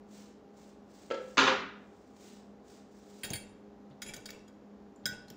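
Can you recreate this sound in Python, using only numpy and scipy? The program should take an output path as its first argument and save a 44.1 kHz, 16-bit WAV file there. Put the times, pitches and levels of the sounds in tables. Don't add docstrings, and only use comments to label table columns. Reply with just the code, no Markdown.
import sys
import numpy as np
from scipy import signal
from scipy.fft import rfft, irfft
from scipy.io import wavfile

SR = 44100
rng = np.random.default_rng(int(sys.argv[2]) if len(sys.argv) > 2 else 0)


def unload_audio(sound):
    columns = np.transpose(np.atleast_2d(sound))
    steps = np.round(np.clip(columns, -1, 1) * 32767)
    wavfile.write(sys.argv[1], SR, steps.astype(np.int16))


N = 236714
TIME = np.arange(N) / SR
RING_TIME = TIME[:SR]


def from_db(db):
    return 10 ** (np.asarray(db) / 20)


def rms_one(x):
    return x / np.sqrt(np.mean(x ** 2) + 1e-20)


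def at_hz(points, hz):
    point_hz, value = np.array(points).T
    return np.interp(np.log(hz + 1), np.log(point_hz), value)


def add(track, s, sound):
    at = round(s * SR)
    track[at:at + len(sound)] += sound[:N - at]


def high_pass(x, hz):
    return signal.sosfilt(signal.butter(3, hz, "high", fs=SR, output="sos"), x)


def noise(spectrum, size, tilt_db=0):
    hz = np.arange(size // 2 + 1) * SR / size
    gain = from_db(at_hz(spectrum, hz) + tilt_db * np.log2(hz + 1))
    return rms_one(irfft(rfft(rng.standard_normal(size)) * gain, size))


CONTACT_S = 0.00093


def ring(modes, tilt_db, pivot_hz, vary_db, detune):
    hz, db, t60 = np.array(modes, float).T[:, :, None]
    hz = hz * (1 + detune * rng.standard_normal(hz.shape))
    gain = from_db(db + tilt_db * np.log2(hz / pivot_hz) + vary_db * rng.standard_normal(hz.shape))
    gain *= np.where(hz < 700, 1, rng.choice([-1, 1], hz.shape))
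    t = RING_TIME[:SR // 2].astype(np.float32)
    fading = np.exp(np.float32(-np.log(1000) / t60) * t)
    sines = gain * fading * np.sin(np.float32(2 * np.pi * hz) * t)
    return np.sum(sines, axis=0) * (1 - np.exp(-t / CONTACT_S))


# pitch_hz [Hz], fade_s [s]
ECHO_FADE = [(100, 0.88), (500, 0.52), (1500, 0.59), (4000, 0.51), (7000, 0.4), (15000, 0.16)]


def kitchen(x, delay_s, build_s):
    size = len(RING_TIME)
    white = rfft(rng.standard_normal(size))
    hz = np.arange(size // 2 + 1) * SR / size
    edges = np.r_[0, np.geomspace(200, SR / 2, 12)]
    echo = np.zeros(size)
    for low, high in zip(edges, edges[1:]):
        band = irfft(white * (hz >= low) * (hz < high), size)
        echo += band * from_db(-60 * RING_TIME / at_hz(ECHO_FADE, (low + high) / 2))
    echo = echo * (1 - np.exp(-np.maximum(RING_TIME - delay_s, 0) / build_s))
    return signal.fftconvolve(x, echo / np.sqrt(np.sum(echo ** 2)))[:N]


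# pitch_hz [Hz], level_db [relative dB per Hz]
FAN_RUSH = [(25, -52), (45, -13.5), (62, -4.5), (100, -14), (160, -6.5), (260, 1.5), (350, -3.5), (500, -5),
            (800, -11), (1300, -18.5), (2500, -29.5), (7000, -36.5), (8500, -50.5), (15500, -50.5)]
# [dB, peak of the steady part]
MOTOR_TONES = [(102.3, -78), (204.6, -57), (300, -68), (409.1, -64.5), (473.7, -77), (710.6, -84.5),
               (802.5, -71)]


def air_conditioner():
    out = from_db(-57.5) * noise(FAN_RUSH, size=N)
    slow = [(1, 0), (4, -3), (12, -18), (60, -60), (300, -120)]   # pitch_hz, relative dB per Hz
    for hz, db in MOTOR_TONES:
        waver = 0.49 * (noise(slow, size=N) + 1j * noise(slow, size=N))
        out = out + from_db(db) * np.real((1 + waver) * np.exp(2j * np.pi * hz * TIME))
    return out


# peak_s [s], level_db [dB before mixing], rise_s [s]
SWISHES = [(0.166, -62.5, 0.058), (.61, -69, 0.057), (0.991, -67.5, 0.09), (1.281, -69, 0.11),
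           (1.996, -79.5, 0.2), (2.25, -63, 0.072), (2.711, -65.5, 0.051), (2.98, -73, 0.081),
           (3.15, -66.5, 0.098)]
# pitch_hz [Hz], level_db [relative dB per Hz]
CLOTH = [(500, 3), (1500, 6.5), (3000, 2), (5000, 1.5), (7500, 0.5), (9000, -11), (13000, -27),
         (15300, -11)]
SWISH_FADE_RATIO = 1.74
SWISH_BRIGHT_DB, FOLDS_DB = 4, 2


def clothes():
    out = np.zeros(N)
    fold_colour = [(1, -10), (30, 0), (90, -12), (400, -60), (2000, -120)]   # pitch_hz, relative dB per Hz
    for s, db, rise_s in SWISHES:
        start = max(s - .5, 0)
        t = RING_TIME + start - s
        swell = np.exp(-(t / (rise_s * np.where(t < 0, 1, SWISH_FADE_RATIO))) ** 2)
        folds = from_db(FOLDS_DB * noise(fold_colour, size=SR))
        add(out, start, from_db(db) * noise(CLOTH, size=SR, tilt_db=SWISH_BRIGHT_DB) * swell * folds)
    return from_db(1.6) * out + from_db(-2.0) * kitchen(out, delay_s=0.0045, build_s=0.0089)


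def counter_filter(x):
    low_passed = signal.sosfilt(signal.butter(8, 7700, fs=SR, output="sos"), x)
    return high_pass(low_passed + from_db(-14.5) * x, hz=139.0)


EDGE_LEAD_S = .0075
REBOUND_S, REBOUND_KEEPS = .0078, .9


def landing(s, edge_db, loss_db, count):
    hop = np.arange(count)
    hop_s = REBOUND_S * REBOUND_KEEPS ** hop * rng.uniform(.9, 1.1, count)
    times = s + np.cumsum(hop_s)
    return [(s - EDGE_LEAD_S, edge_db), (s, 0), *zip(times, -loss_db * (hop + 1))]


# pitch_hz [Hz], level_db [relative dB per Hz]
CRACK_COLOUR = [(60, -22.5), (140, -39.5), (260, 1), (480, -1.5), (680, -7), (1100, 0), (1700, 2),
                (2400, -3), (3050, -2.5), (3600, -5.5), (4200, -7.5), (5500, -14.5), (7000, -18.5),
                (8500, -36), (15000, -39.5)]


def crack(decay_s, rise_s, tilt_db):
    t = RING_TIME[:4096]
    swell = np.exp(-t / decay_s) * (1 - np.exp(-t / rise_s))
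    return noise(CRACK_COLOUR, size=4096, tilt_db=tilt_db) * swell / swell.max()


# start_s [s], level_db [dB before mixing]
KNOCKS = [(1.1101, -34.5), (1.143, -40.5), (1.177, -50.5)]
# pitch_hz [Hz], level_db [relative dB], fade_s [s to fall 60 dB]
COUNTER_MODES = [(333, -12.5, 0.14), (399.3, -6, 0.11), (448.3, -2.5, 0.087), (473, -1.5, 0.07),
                 (508, 1.5, 0.26), (543, -6, 0.34), (898, -5.5, 0.15), (1220, -9, 0.07), (1380, -1.5, 0.11),
                 (1562, -10.5, 0.08), (1680, -1, 0.087), (2110, -4.5, 0.082), (2366, -11.5, 0.05),
                 (2700, -5.5, 0.05), (3184, -8, 0.065), (3580, -18, .05), (4700, -9, 0.06),
                 (7400, -22.5, .05)]
KNOCK_CRACK_DB = -2.5


def knock():
    body, cracks = np.zeros((2, N))
    for landed_s, db in KNOCKS:
        for s, touch_db in landing(landed_s, edge_db=-7.5, loss_db=4.5, count=1):
            body_ring = ring(COUNTER_MODES, tilt_db=-3, pivot_hz=503.0, vary_db=2.5, detune=0.021)
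            add(body, s, from_db(db + touch_db) * body_ring)
            burst = crack(decay_s=0.0054, rise_s=0.0012, tilt_db=4.5)
            add(cracks, s, from_db(db + touch_db + KNOCK_CRACK_DB) * burst)
    near = from_db(-1) * body + from_db(-3.5) * cracks
    to_room = from_db(-9.0) * body + from_db(-10.5) * cracks
    return counter_filter(near + kitchen(to_room, delay_s=0.002, build_s=0.0091))


# start_s [s], crack_db, ring_db [dB before mixing],
# brightness_db [dB per octave], thud_db [dB before mixing]
CLATTER = [(1.3791, -12, -28, 1.5, -50), (1.394, -23.5, -39.5, -2, -50.5), (1.4076, -25.5, -42, 6.5, -54),
           (1.4236, -22.5, -35.5, -2, -48.5), (1.438, -23, -38.5, 1.5, -48), (1.4745, -18, -28, -.5, -56),
           (1.511, -31, -40, -1.5, -57)]
# pitch_hz [Hz], level_db [relative dB], fade_s [s to fall 60 dB]
WARE_MODES = [(263.4, -8.5, 0.17), (398.5, -8.5, 0.33), (526.7, -6, 0.39), (800, -7, 0.24),
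              (942, -5.5, 0.2), (1043, 1, 0.1), (1138, -5, 0.045), (1187, -2.5, 0.1425), (1398, 0.5, 0.11),
              (1386, -3.5, 0.11), (1470, -8, 0.1497), (1630, -7.5, 0.18), (1663, 0, 0.088),
              (1890, -2.5, 0.07), (2330, -7, 0.07), (2430, 0, 0.045), (2530, -2.5, 0.0479),
              (2718, 0, 0.049), (3000, -3.5, 0.08), (3480, 0, 0.047), (3540, -6.5, 0.052),
              (3710, -12.5, 0.06), (4610, -8.5, 0.1), (4805, -8, 0.0236), (5160, -16, .05),
              (6280, -8, 0.033)]
# pitch_hz [Hz], level_db [relative dB], fade_s [s to fall 60 dB]
CUPBOARD_MODES = [(88, -14, .2), (118, -6.5, .18), (165.2, -2, 0.22), (238, 3.5, 0.17)]


def clatter():
    rings, cracks, thuds = np.zeros((3, N))
    for landed_s, crack_db, ring_db, bright_db, thud_db in CLATTER:
        thud = ring(CUPBOARD_MODES, tilt_db=-1, pivot_hz=150, vary_db=0.5, detune=0.017)
        add(thuds, landed_s, from_db(thud_db) * thud)
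        for s, touch_db in landing(landed_s, edge_db=-6, loss_db=5.0, count=2):
            ware_ring = ring(WARE_MODES, bright_db, pivot_hz=1450, vary_db=2.5, detune=0.008)
            add(rings, s, from_db(ring_db + touch_db) * ware_ring)
            burst = crack(decay_s=0.003, rise_s=0.0007, tilt_db=bright_db)
            add(cracks, s, from_db(crack_db + touch_db) * burst)
    near = from_db(1.0) * rings + from_db(-6.5) * cracks
    to_room = from_db(-13.0) * rings + from_db(-4.5) * cracks
    boom = thuds + from_db(-8.5) * kitchen(thuds, delay_s=0.0034, build_s=0.008)
    return boom + counter_filter(near + kitchen(to_room, delay_s=0.0021, build_s=0.0035))


SPOT_OCTAVES = 0.14


def favour(hz, favoured_hz, lift_db):
    return lift_db * np.exp(-(np.log2(hz / favoured_hz) / SPOT_OCTAVES) ** 2)


# pitch_hz [Hz], width_hz [Hz], level_db [relative dB]
TICK_RESONANCES = [(650, 140, -23), (1494, 116, 0), (1810, 140, 2.5), (2230, 250, -6.5), (3352, 160, 2.5),
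                   (3800, 104, 4), (4950, 230, 3.5), (5720, 320, -7), (6250, 120, -3.5), (6770, 58, 4.5),
                   (7160, 43, -5), (8540, 100, -14), (9160, 180, -14), (11250, 250, -13), (12300, 250, -20),
                   (12600, 250, -19), (14100, 430, -10), (15900, 640, -1)]
TOP_TREBLE_HZ = 9000
CLEAN_HIT_S = 0.0007
SPOT_WIDTH_HZ, SPOT_DB = 170, 5.5
SPOT_SHIFT = 0.0053


def tick(length_s, bright_db, favoured_hz, lift_db, top_db):
    t = RING_TIME[:4096]
    slips = rng.standard_normal(len(t)) * np.exp(-t / length_s) * (1 - np.exp(-t / (0.91 * length_s)))
    slips = slips / np.sqrt(np.sum(slips ** 2))
    blow = np.array([(CLEAN_HIT_S / length_s) ** 2])
    add(slips, length_s / 2, blow)
    out = 0
    for hz, width_hz, db in TICK_RESONANCES + [(favoured_hz, SPOT_WIDTH_HZ, SPOT_DB)]:
        hz = hz * (1 + SPOT_SHIFT * rng.standard_normal())
        r = np.exp(-np.pi * width_hz / SR)
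        poles = [1, -2 * r * np.cos(2 * np.pi * hz / SR), r * r]
        band = signal.lfilter([1 - r * r, 0, r * r - 1], poles, slips)
        colour_db = bright_db * np.log2(hz) + favour(hz, favoured_hz, lift_db) + top_db * (hz > TOP_TREBLE_HZ)
        out = out + from_db(db + colour_db) * band
    return out * np.sqrt(length_s * SR / np.sum(out ** 2))


# pitch_hz [Hz], level_db [relative dB of each]
CLANK = [(1500, -1.5), (2500, -2.5), (4000, -14), (5200, -36), (6200, -33), (7200, -8), (8100, -23),
         (9500, -16), (12000, -28), (15300, -20)]
CLANK_MEAN_T60_S = 0.092


def clank(count):
    place, life = rng.random((2, count))
    low_hz, high_hz = CLANK[0][0], CLANK[-1][0]
    hz = low_hz + (high_hz - low_hz) * (np.arange(count) + place) / count
    return np.transpose([hz, at_hz(CLANK, hz), CLANK_MEAN_T60_S * (.5 + life)])


# start_s [s], tick_db [dB before mixing], contact_s [s], steel_db, glass_db
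# [ring, dB before mixing], favoured_hz [Hz], lift_db [dB near that pitch], top_treble_db [dB]
CLINKS = [(3.233, -38.5, 0.0037, -47, -55, 1880, 4, 3), (3.243, -37, 0.0079, -53, -69, 2750, 0, 3),
          (3.303, -29.5, 0.0012, -61, -63, 6500, 7, 2), (3.324, -53, 0.0024, -71, -80, 5500, 11, -3),
          (3.3333, -30.5, 0.0028, -46, -73, 4640, 5, 9), (3.355, -45, 0.0056, -53, -67, 4900, -1, 3),
          (3.9, -63, 0.0023, -93, -80, 1300, 8, -6), (4.018, -34.5, 0.0059, -63, -63, 2150, -3.5, -5),
          (4.061, -47, 0.006, -67, -76, 2400, 7, -5), (4.084, -47, 0.011, -65, -73, 2360, -3, -7),
          (4.1357, -38, 0.0056, -58.5, -79, 4840, -3.5, -5), (4.163, -40, 0.0031, -80, -63, 6350, 7, 4),
          (4.256, -37.5, 0.0044, -65, -70, 4720, 3, -4), (4.287, -42, 0.004, -90, -82, 2020, 11, 0),
          (4.304, -36.5, 0.0018, -78, -78, 4550, -1, 0), (4.392, -59, 0.0016, -90, -88, 5400, 21, -8),
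          (4.477, -57, 0.0059, -91, -70, 6800, 0, 0), (4.959, -60, 0.0022, -99, -91, 7140, 37, -8),
          (5.0559, -19.5, 0.0009, -61, -34, 5060, 11, 0), (5.0613, -27, 0.0019, -70, -68, 1790, 2.5, -4),
          (5.281, -51.5, 0.0035, -93, -82, 4200, 9, -16), (5.301, -40.5, .0015, -83, -79, 5600, 1, 4)]
# pitch_hz [Hz], level_db [relative dB], fade_s [s to fall 60 dB]
STEEL_MODES = [(1730, -9, 0.13), (1897, -7, 0.16), (2240, -5.5, 0.076), (2290, -8, 0.17),
               (3240, 6.5, 0.077), (3270, -1, 0.19), (3745, -3, 0.12), (4465, -6.5, 0.21), (5060, -13, .11),
               (7000, -7.5, 0.22), (7290, -12.5, 0.43), (7450, -10, .12), (8650, -9, 0.15), (9330, 2, 0.12),
               (9300, -9, 0.15), (9200, 1, 0.066), (11060, -10.5, 0.2), (11100, -10, 0.091),
               (11500, -13, 0.098), (12430, -16, 0.13), (12640, -18, 0.13), (13310, -16, 0.11),
               (14450, -7, .05), (14700, -9, 0.054), (15400, -7, 0.12)]
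# pitch_hz [Hz], level_db [relative dB], fade_s [s to fall 60 dB]
GLASS_MODES = [(1445, -13, 0.44), (1484.5, -5.5, 0.42), (1560, -7.5, 0.24), (1934, -16, 0.22),
               (3310, -2, 0.047), (3235, -9.5, 0.068), (3650, -14, 0.089), (3762, -16.5, 0.25),
               (3880, -13.5, 0.1), (4940, -45, 0.029), (5130, -8, 0.06), (5400, -18, 0.095),
               (6160, -14, 0.11), (6300, -27.5, 0.1), (7430, -17, 0.14), (8730, -16, 0.098),
               (11100, -30, 0.17), (11700, -23, 0.08), (12400, -24, 0.07), (13780, -23, 0.14),
               (14890, -23, 0.15)]
USUAL_CLINK_DB, USUAL_CONTACT_S = -38, 0.0028
CLINK_BRIGHT_DB, BRIGHT_PER_DB, DULL_PER_DOUBLING_DB = 1.5, 0.1367, 0.3
SKIP_S, SKIP_LOSS_DB = .006, 26
SPOT_RING_SHARE = 0.84
GLASS_TILT_DB = -2


def cutlery():
    ticks, steel, glass = np.zeros((3, N))
    for s, tick_db, length_s, steel_db, glass_db, favoured_hz, lift_db, top_db in CLINKS:
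        strength_db = BRIGHT_PER_DB * (tick_db - USUAL_CLINK_DB)
        dulling_db = DULL_PER_DOUBLING_DB * np.log2(length_s / USUAL_CONTACT_S)
        bright_db = CLINK_BRIGHT_DB + strength_db - dulling_db
        add(ticks, s, from_db(tick_db) * tick(length_s, bright_db, favoured_hz, lift_db, top_db))
        skip = tick(2 * length_s, bright_db, favoured_hz=3650, lift_db=4.0, top_db=top_db)
        add(ticks, s + SKIP_S, from_db(tick_db - SKIP_LOSS_DB) * skip)
        modes = [(hz, db + favour(hz, favoured_hz, SPOT_RING_SHARE * lift_db), t60)
                 for hz, db, t60 in [*STEEL_MODES, *clank(count=96)]]
        steel_ring = ring(modes, bright_db, pivot_hz=5790, vary_db=2, detune=0.00302)
        add(steel, s, from_db(steel_db) * steel_ring)
        glass_ring = ring(GLASS_MODES, bright_db + GLASS_TILT_DB, pivot_hz=2000, vary_db=0.2, detune=0.0021)
        add(glass, s, from_db(glass_db) * glass_ring)
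    bowl = glass + from_db(-14) * kitchen(glass, delay_s=.002, build_s=.004)
    near = from_db(-2.5) * ticks + from_db(3.5) * steel + from_db(4.0) * bowl
    to_room = from_db(-12.0) * ticks + from_db(-9) * steel
    return near + kitchen(to_room, delay_s=0.0012, build_s=0.0018)


# start_s [s], level_db [dB before mixing], pitch_hz [Hz]
BUMPS = [(3.238, -43, 153), (3.305, -38.5, 178), (3.313, -39, 153), (3.334, -41.5, 98), (3.905, -52.5, 145),
         (4.089, -55, 164), (4.142, -60, 148), (4.166, -48.5, 111), (4.251, -54, 187), (5.036, -56, 116),
         (5.056, -43, 127), (5.065, -57, 71.5), (5.088, -52, 115), (5.121, -48.5, 172), (5.235, -57, 89),
         (5.304, -49.5, 141)]
TABLE_T60_S, BUMP_RISE_S = 0.13, 0.003


def table_top():
    out = np.zeros(N)
    dying = np.exp(-np.log(1000) * RING_TIME / TABLE_T60_S) * (1 - np.exp(-RING_TIME / BUMP_RISE_S))
    # pitch_hz, relative dB per Hz
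    wood_colour = [(30, -18), (150, 14.0), (400, -1.5), (650, 0.5), (1500, -21.5), (4000, -13), (12000, -73)]
    for s, db, hz in BUMPS:
        wood = from_db(2) * noise(wood_colour, size=SR)
        thump = from_db(2.5) * np.sin(2 * np.pi * hz * RING_TIME)
        add(out, s, from_db(db) * (thump + wood) * dying)
    return high_pass(out + from_db(-21.0) * kitchen(out, delay_s=0.0024, build_s=0.013), hz=39)


# peak_s [s], level_db [dB before mixing], half_length_s [s]
SLIDES = [(3.284, -53, 0.042), (3.389, -59.5, 0.059), (3.478, -68, .05), (4.087, -55, 0.049),
          (4.197, -63, 0.032), (4.328, -59.5, .05), (4.417, -79, .06), (5.14, -55, 0.022),
          (5.337, -69, 0.076)]
# pitch_hz [Hz], level_db [relative dB per Hz]
SALAD_COLOUR = [(300, 9.5), (600, 16.5), (1200, -17), (2200, 4.5), (3400, -5), (4200, -23), (5200, -17),
                (7000, -3), (8500, -20), (15000, -39)]
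SALAD_SLIPS_PER_S = 2500


def salad():
    out = np.zeros(N)
    grain = noise(SALAD_COLOUR, size=256) * np.hanning(256)
    for s, db, half_s in SLIDES:
        swell = np.exp(-((RING_TIME - .5) / half_s) ** 2)
        happens = rng.random(SR) < SALAD_SLIPS_PER_S / SR
        slips = happens * rng.standard_normal(SR) * from_db(3.6 * rng.standard_normal(SR))
        rustle = rms_one(signal.fftconvolve(slips, grain, "same"))
        add(out, s - .5, from_db(db) * rustle * swell)
    return from_db(1) * out + kitchen(from_db(-3) * out, delay_s=0.00087, build_s=0.00065)


# start_s [s], level_db [dB before mixing], length_s [s]
SCRAPES = [(4.061, -48, .022), (4.076, -49, 0.018)]
# pitch_hz [Hz], level_db [relative dB], fade_s [s to fall 60 dB]
SQUEAK_MODES = [(2310, -3, 0.055), (3266, -5, 0.057), (6900, 1, 0.057), (7140, -2, .06), (9280, -17, 0.053),
                (11100, -17, .06)]
SCRAPE_SLIPS_PER_S = 900


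def scrapes():
    out = np.zeros(N)
    for s, db, length_s in SCRAPES:
        size = round(length_s * SR)
        slips = (rng.random(SR) < SCRAPE_SLIPS_PER_S / SR) * rng.uniform(0.33, 1, SR)
        singing = ring(SQUEAK_MODES, tilt_db=2, pivot_hz=5000, vary_db=4.0, detune=0.0024)
        squeak = signal.fftconvolve(slips[:size], singing)
        loudness = np.sqrt(np.mean(squeak[:2 * size] ** 2) + 1e-20)
        add(out, s, from_db(db) * squeak / loudness)
    return from_db(-5.5) * out + from_db(-13.5) * kitchen(out, delay_s=0.0015, build_s=0.003)


def scene():
    background = air_conditioner() + clothes()
    far_counter = knock() + clatter()
    bowl = cutlery() + table_top() + salad() + scrapes()
    return (background + far_counter + bowl)[None]


CUTOFF_HZ = 15600


def record(dry):
    return signal.sosfilt(signal.ellip(12, .1, 80, CUTOFF_HZ, fs=SR, output="sos"), dry)


dry = scene()
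out = record(dry)
unload_audio(out)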